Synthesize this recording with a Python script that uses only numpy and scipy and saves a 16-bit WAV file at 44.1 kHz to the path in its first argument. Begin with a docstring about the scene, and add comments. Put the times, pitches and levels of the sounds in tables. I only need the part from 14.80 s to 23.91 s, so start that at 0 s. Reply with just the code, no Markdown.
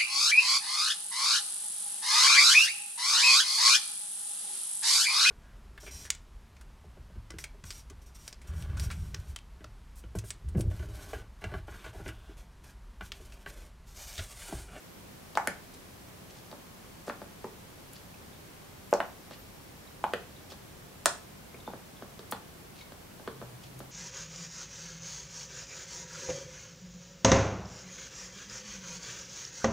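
"""In a small, quiet room, fingertips press the bubbles of a silicone pop-it toy on a wooden table.
Each dome flips with a short hollow ring, slaps the wood and sometimes snaps sharply; between pops, fingers
knock softly, rub and squeak on the rubber. Underneath lie room rumble and a close stereo microphone's
hiss and thin whine. A low hum comes up near the end."""
import sys
import numpy as np
from scipy import signal
from scipy.io import wavfile
from scipy.ndimage import uniform_filter1d

SR = 44100
rng = np.random.default_rng(int(sys.argv[2]) if len(sys.argv) > 2 else 0)


def wrap_up_sound(samples):
    """Save the sound to the file named by the first command line argument, as 16-bit audio."""
    columns = np.atleast_2d(samples).T
    # keep every value between -1 and 1, then stretch to whole-number steps
    tamed = np.clip(columns, -1, 1)
    steps = np.round(tamed * 32767).astype(np.int16)
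    wavfile.write(sys.argv[1], SR, steps)


N = 401751
TIME = np.arange(N) / SR
BRIEF = TIME[:SR // 10]

# tone colour of the rumble and hiss: (frequency [Hz], relative spectral density [dB])
BED_SPECTRUM = [(22, -26), (31, -4.5), (42, -5.5), (90, 0.5), (134, -1.5), (204, -1), (270, -8),
                (388, -6.5), (472, -9.5), (624, -11.5), (825, -12), (1330, -16), (5380, -23),
                (12100, -25.5), (13200, -22), (16000, -27)]
# how alike left and right are in that bed: (frequency [Hz], correlation [0-1])
BED_LIKENESS = [(30, 0.51), (100, 1), (250, 0.27), (700, 0.05), (2000, 0.04), (15000, 0.19)]
# electronic whine: (pitch [Hz], width [Hz], level [dB])
WHINE_LINES = [(5486, 120, -78), (10950, 250, -82), (13151, 25, -76)]
# soft fingertip knocks, levels as for the flips: (time [s], dome pitch [Hz], dome [dB], tick [dB])
FINGER_KNOCKS = [(0.5534, 656, -34.5, -34.5), (.948, 390, -47, -50), (1.7142, 760, -44, -43),
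                 (1.7279, 570, -35.5, -56), (2.273, 480, -38, -53), (2.417, 550, -32.5, -53),
                 (4.51, 530, -35.5, -48.5), (5.7203, 520, -36, -42.5), (6.7435, 444, -40.5, -61),
                 (6.9351, 510, -31.5, -66), (7.2228, 500, -32, -52), (7.3924, 430, -37.5, -42),
                 (8.1207, 515, -39, -49), (8.397, 553, -41.5, -61), (8.615, 480, -33, -52),
                 (8.624, 587, -36.5, -60), (9.0033, 517, -33.5, -49)]
# dome flips, each level being the part's energy packed into one millisecond: (time [s], dome pitch [Hz],
# dome [dB], table thud [dB], slap [dB], slap pitch [Hz], snap [dB], snap pitch [Hz])
DOME_FLIPS = [(.5732, 816, -12.5, -39, -20, 1470, -31, 6960),
              (.6733, 560, -24.5, -25.5, -18.5, 1496, -24.5, 10140),
              (2.2799, 505, -24.5, -29, -34.5, 1220, -50, 4500),
              (2.2972, 570, -31, -32.5, -25, 1170, -42.5, 3280),
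              (2.6434, 380, -32, -32, -30, 870, -51, 6100), (4.1278, 554, -9, -43, -20, 1060, -31, 2360),
              (4.138, 495, -21.5, -27, -26, 1120, -27.5, 6400),
              (4.2029, 690, -17.5, -32, -21, 1326, -35, 3400),
              (5.2403, 834, -14.5, -32.5, -24.5, 1106, -33, 2800),
              (5.3355, 493, -19, -33, -21.5, 1320, -26, 2880),
              (6.258, 664, -19.5, -30, -13.5, 1236, -11.5, 8130),
              (6.2609, 560, -23.5, -38.5, -27, 1200, -22.5, 7600),
              (6.877, 810, -28, -30.5, -41, 1040, -54, 3600),
              (7.523, 800, -25.5, -28.5, -27.5, 1224, -32.5, 3920),
              (8.476, 432, -28, -29.5, -28, 1090, -41, 4000)]
# thud of the wooden table: (frequency [Hz], relative level [dB], t60 [s])
WOOD_MODES = [(192, -2.5, 0.034), (243, 1.5, 0.023), (306, -1.5, 0.025), (420, 0, 0.015), (481, 0.5, 0.022)]
# rubber slapping the table top: (frequency [x slap pitch], relative level [dB], t60 [s])
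RUBBER_MODES = [(1.0, 12.5, 0.01), (1.2, 4.5, 0.029), (1.36, 6, 0.012), (1.55, 6.5, 0.012),
                (1.85, 8.5, 0.0028), (2.3, -12, 0.011)]
# sharp snap of a dome's rim: (frequency [x snap pitch], relative level [dB], t60 [s])
RIM_MODES = [(.47, 11.5, 0.0018), (.67, 14, 0.0018), (.89, 6, 0.011), (1.0, 9, 0.0052),
             (1.13, 15.5, 0.0017)]
# early reflections off the table and nearby things: (delay [s], gain [x pressure])
REFLECTIONS = [(.00325, 0.25), (.00495, 0.13), (.0059, 0.24), (.00638, -0.11), (.0081, .18), (.0089, -0.15),
               (.0108, -0.22)]
# lingering ring of table and room: (frequency [Hz], level [dB], t60 [s])
ROOM_RINGS = [(389, -79, 0.23), (492, -52.5, 0.17), (592, -49, 0.11), (688, -66, 0.57), (862, -56, 0.24),
              (950, -62, 0.22)]
# diffuse room tail: (frequency [Hz], level [dB], t60 [s])
ROOM_TAIL = [(149, 2, 0.16), (387, -4, 0.36), (734, -2.5, 0.3), (1500, -4.5, 0.31), (2930, -2, 0.3),
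             (7700, -5.5, 0.31), (11100, -6, 0.19), (16000, -8, 0.082)]
# skin sliding and peeling on silicone: (time [s], length [s], centre [Hz], level [dB])
SKIN_RUBS = [(.931, 0.024, 6000, -58), (1.497, .017, 3870, -57), (1.54, 0.064, 4460, -62),
             (2.259, 0.045, 5700, -55.5), (3.122, 0.032, 10000, -55.5), (3.132, 0.043, 3480, -57),
             (4.107, 0.007, 7960, -55), (4.5, 0.054, 2840, -56), (5.697, 0.046, 4230, -55),
             (7.508, 0.015, 12000, -40), (7.944, 0.092, 3230, -59), (8.813, 0.068, 3830, -59.5),
             (8.985, 0.022, 7960, -55.5)]
# stick-slip squeaks: (time [s], pitch [Hz], peak level [dB])
SKIN_SQUEAKS = [(3.34, 2500, -52), (3.53, 3520, -54), (5.07, 3820, -52), (5.562, 3780, -51.5),
                (6.742, 2340, -47.5), (6.80, 3580, -52), (6.866, 3460, -46.5), (7.166, 3620, -54),
                (8.007, 2180, -47.5), (8.01, 3770, -48.5)]


def from_db(db):
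    """Decibels to gain."""
    return 10 ** (np.asarray(db) / 20)


def rms_one(x):
    """Scale to unit rms."""
    return x / np.sqrt(np.mean(x ** 2) + 1e-20)


def one_ms(x):
    """Scale to the energy of one millisecond at unit rms."""
    return x / np.sqrt(np.sum(x ** 2) * 1000 / SR + 1e-20)


def at_hz(table, hz, column=1):
    """Read a column of a table on a log-frequency axis."""
    table = np.array(table)
    return np.interp(np.log(hz), np.log(table[:, 0]), table[:, column])


def add(track, time_s, sound):
    """Drop a sound onto a track at its cue."""
    at = int(round(time_s * SR))
    track[at:at + len(sound)] += sound[:N - at]


def band(x, hz, octaves):
    """Band-pass around a centre."""
    edges = np.clip([hz / 2 ** (octaves / 2), hz * 2 ** (octaves / 2)], 10, .48 * SR)
    return signal.sosfilt(signal.butter(2, edges, "band", fs=SR, output="sos"), x)


def stereo_bands(size):
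    """Half-octave bands of two unrelated noises: (centre [Hz], noise pair)."""
    white = rng.standard_normal((2, 2, size))
    centres = 22 * 2 ** (np.arange(20) / 2)
    return [(hz, band(white[k % 2], hz, 0.49)) for k, hz in enumerate(centres)]


def rumble_and_hiss(level_db=-51.5):
    """The bed: room rumble near the centre, under the microphone's own wide hiss."""
    bed = 0
    for hz, (mid, side) in stereo_bands(N):
        likeness = at_hz(BED_LIKENESS, hz)
        width = np.sqrt((1 - likeness) / (1 + likeness))
        bed += from_db(at_hz(BED_SPECTRUM, hz)) * (mid + width * side * [[1], [-1]])
    return from_db(level_db) * bed / np.std(bed.mean(axis=0))


def wavering_tone(hz, width_hz):
    """Noise at unit rms, squeezed so narrow that it sings as an unsteady tone."""
    return rms_one(band(rng.standard_normal(N), hz, np.log2(1 + width_hz / hz)))


def whine(swell_at_s=4.6, swell_width_s=0.47, swell_db=6):
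    """A thin electronic whine runs throughout and swells once."""
    lines = sum(from_db(db) * wavering_tone(hz, width) for hz, width, db in WHINE_LINES)
    return lines * from_db(swell_db * np.exp(-((TIME - swell_at_s) / swell_width_s) ** 2))


def decay(t60, t=BRIEF):
    """An envelope that falls 60 dB in t60 seconds."""
    return np.exp(-np.log(1000) * t / t60)


def ring(hz, t60, t=BRIEF):
    """A struck resonance: a dying sine."""
    return np.sin(2 * np.pi * hz * t) * decay(t60, t)


def struck(modes, pitch=1):
    """All modes of a body ring from one hit, neighbours in opposite polarity."""
    return sum((-1) ** k * from_db(db) * ring(pitch * hz, t60) for k, (hz, db, t60) in enumerate(modes))


def pop(dome_hz, dome_db, thud_db, slap_db, slap_hz, snap_db, snap_hz,
        dome_attack_s=0.00027, thud_attack_s=0.00048, ring_cycles=10.8, overtone_ratio=1.577):
    """A dome buckles: the air under it rings, the table thuds, the rubber slaps and its rim snaps."""
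    dome_t60 = ring_cycles / dome_hz
    dome = ring(dome_hz, dome_t60) - from_db(-10) * ring(overtone_ratio * dome_hz, dome_t60)
    dome *= 1 - np.exp(-BRIEF / dome_attack_s)
    thud = struck(WOOD_MODES) * (1 - np.exp(-BRIEF / thud_attack_s))
    slap = struck(RUBBER_MODES, slap_hz)
    # skin tearing free of the rubber adds a short crackle to the snap
    crackle = band(rng.standard_normal(len(BRIEF)), snap_hz, octaves=3.7) * decay(t60=0.022)
    snap = one_ms(struck(RIM_MODES, snap_hz)) + from_db(-10) * one_ms(crackle)
    layers = [(dome_db, dome), (thud_db, -thud), (slap_db, -slap), (snap_db, snap)]
    return sum(from_db(db) * one_ms(layer) for db, layer in layers)


def knocks_and_pops(low_cut_hz=190):
    """Soft knocks and full flips set the same parts ringing; so small a toy radiates no deep bass."""
    track = np.zeros(N)
    for time_s, *flip in DOME_FLIPS:
        add(track, time_s, pop(*flip))
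    for time_s, dome_hz, db, tick_db in FINGER_KNOCKS:
        knock = pop(dome_hz, db, thud_db=db - 2.5, slap_db=db - 5.5, slap_hz=1112,
                    snap_db=tick_db, snap_hz=4330)
        add(track, time_s, knock)
    return signal.sosfilt(signal.butter(4, low_cut_hz, "high", fs=SR, output="sos"), track)


def room(x, build_s=0.00081, reflection_cut_hz=6000, spread_s=.00006):
    """Direct sound, dull early reflections, a few lingering rings and a tail that dies band by band."""
    t = TIME[:SR // 2]
    response = np.zeros((2, len(t)))
    for k, (delay, gain) in enumerate(REFLECTIONS):
        # reflections come from alternate sides and reach one capsule first
        lags = (delay + (-1) ** k * spread_s * np.array([[-.5], [.5]])) * SR
        response += gain * np.sinc(np.arange(len(t)) - lags)
    response = signal.lfilter(*signal.butter(1, reflection_cut_hz, fs=SR), response)
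    response[:, 0] += 1  # direct sound
    response += sum(from_db(db) * ring(hz, t60, t) for hz, db, t60 in ROOM_RINGS)
    for hz, (mid, side) in stereo_bands(len(t)):
        fade = decay(at_hz(ROOM_TAIL, hz, column=2), t) * (1 - np.exp(-t / build_s))
        likeness = min(610 / hz, .9)  # long waves reach both capsules alike
        pair = np.sqrt((1 + likeness) / 2) * mid + np.sqrt((1 - likeness) / 2) * side * [[1], [-1]]
        response += from_db(at_hz(ROOM_TAIL, hz)) * pair * fade / np.linalg.norm(fade)
    return signal.fftconvolve(x[None], response, axes=1)[:, :N]


def rubs(grain_db=2.0, clump_db=5.0):
    """Sliding skin is a swarm of tiny, uneven slips that come in clumps of a few milliseconds."""
    track = np.zeros(N)
    clumps = rms_one(uniform_filter1d(rng.standard_normal(N), size=130))
    slips = rng.standard_normal(N) * from_db(grain_db * rng.standard_normal(N) + clump_db * clumps)
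    for time_s, length_s, hz, db in SKIN_RUBS:
        stroke = signal.windows.tukey(int(length_s * SR), .5)
        grains = band(slips[int(time_s * SR):][:len(stroke)], hz, octaves=1.4)
        add(track, time_s, from_db(db) * rms_one(grains * stroke))
    return track


def squeaks(length_s=0.009, waver_depth=0.045):
    """A fingertip sticks and slips for a moment: a tiny chirp of unsteady pitch."""
    track = np.zeros(N)
    swell = np.sin(np.pi * np.minimum(BRIEF / length_s, 1))
    for time_s, hz, db in SKIN_SQUEAKS:
        waver = rms_one(uniform_filter1d(rng.standard_normal(len(BRIEF)), size=60))
        pitch = hz * (1 + waver_depth * waver)
        add(track, time_s, from_db(db) * swell * np.sin(2 * np.pi * np.cumsum(pitch) / SR))
    return track


def hum(start_s=8.42, rise_s=0.15, level_db=-52):
    """A low, wavering hum fades in near the end and stays."""
    fade_in = np.clip((TIME - start_s) / rise_s, 0, 1)
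    return from_db(level_db) * wavering_tone(hz=129, width_hz=14) * fade_in


def scene():
    """The toy sits dead centre in the room, over the noise bed, whine and hum."""
    toy = knocks_and_pops() + rubs() + squeaks()
    return room(toy) + rumble_and_hiss() + whine() + hum()


def record(dry):
    """Peaks clip at full scale and a steep high cut takes off the very top."""
    high_cut = signal.ellip(10, .1, 70, 15700, fs=SR, output="sos")
    return signal.sosfilt(high_cut, np.clip(dry, -1, 1))


dry = scene()
out = record(dry)
wrap_up_sound(out)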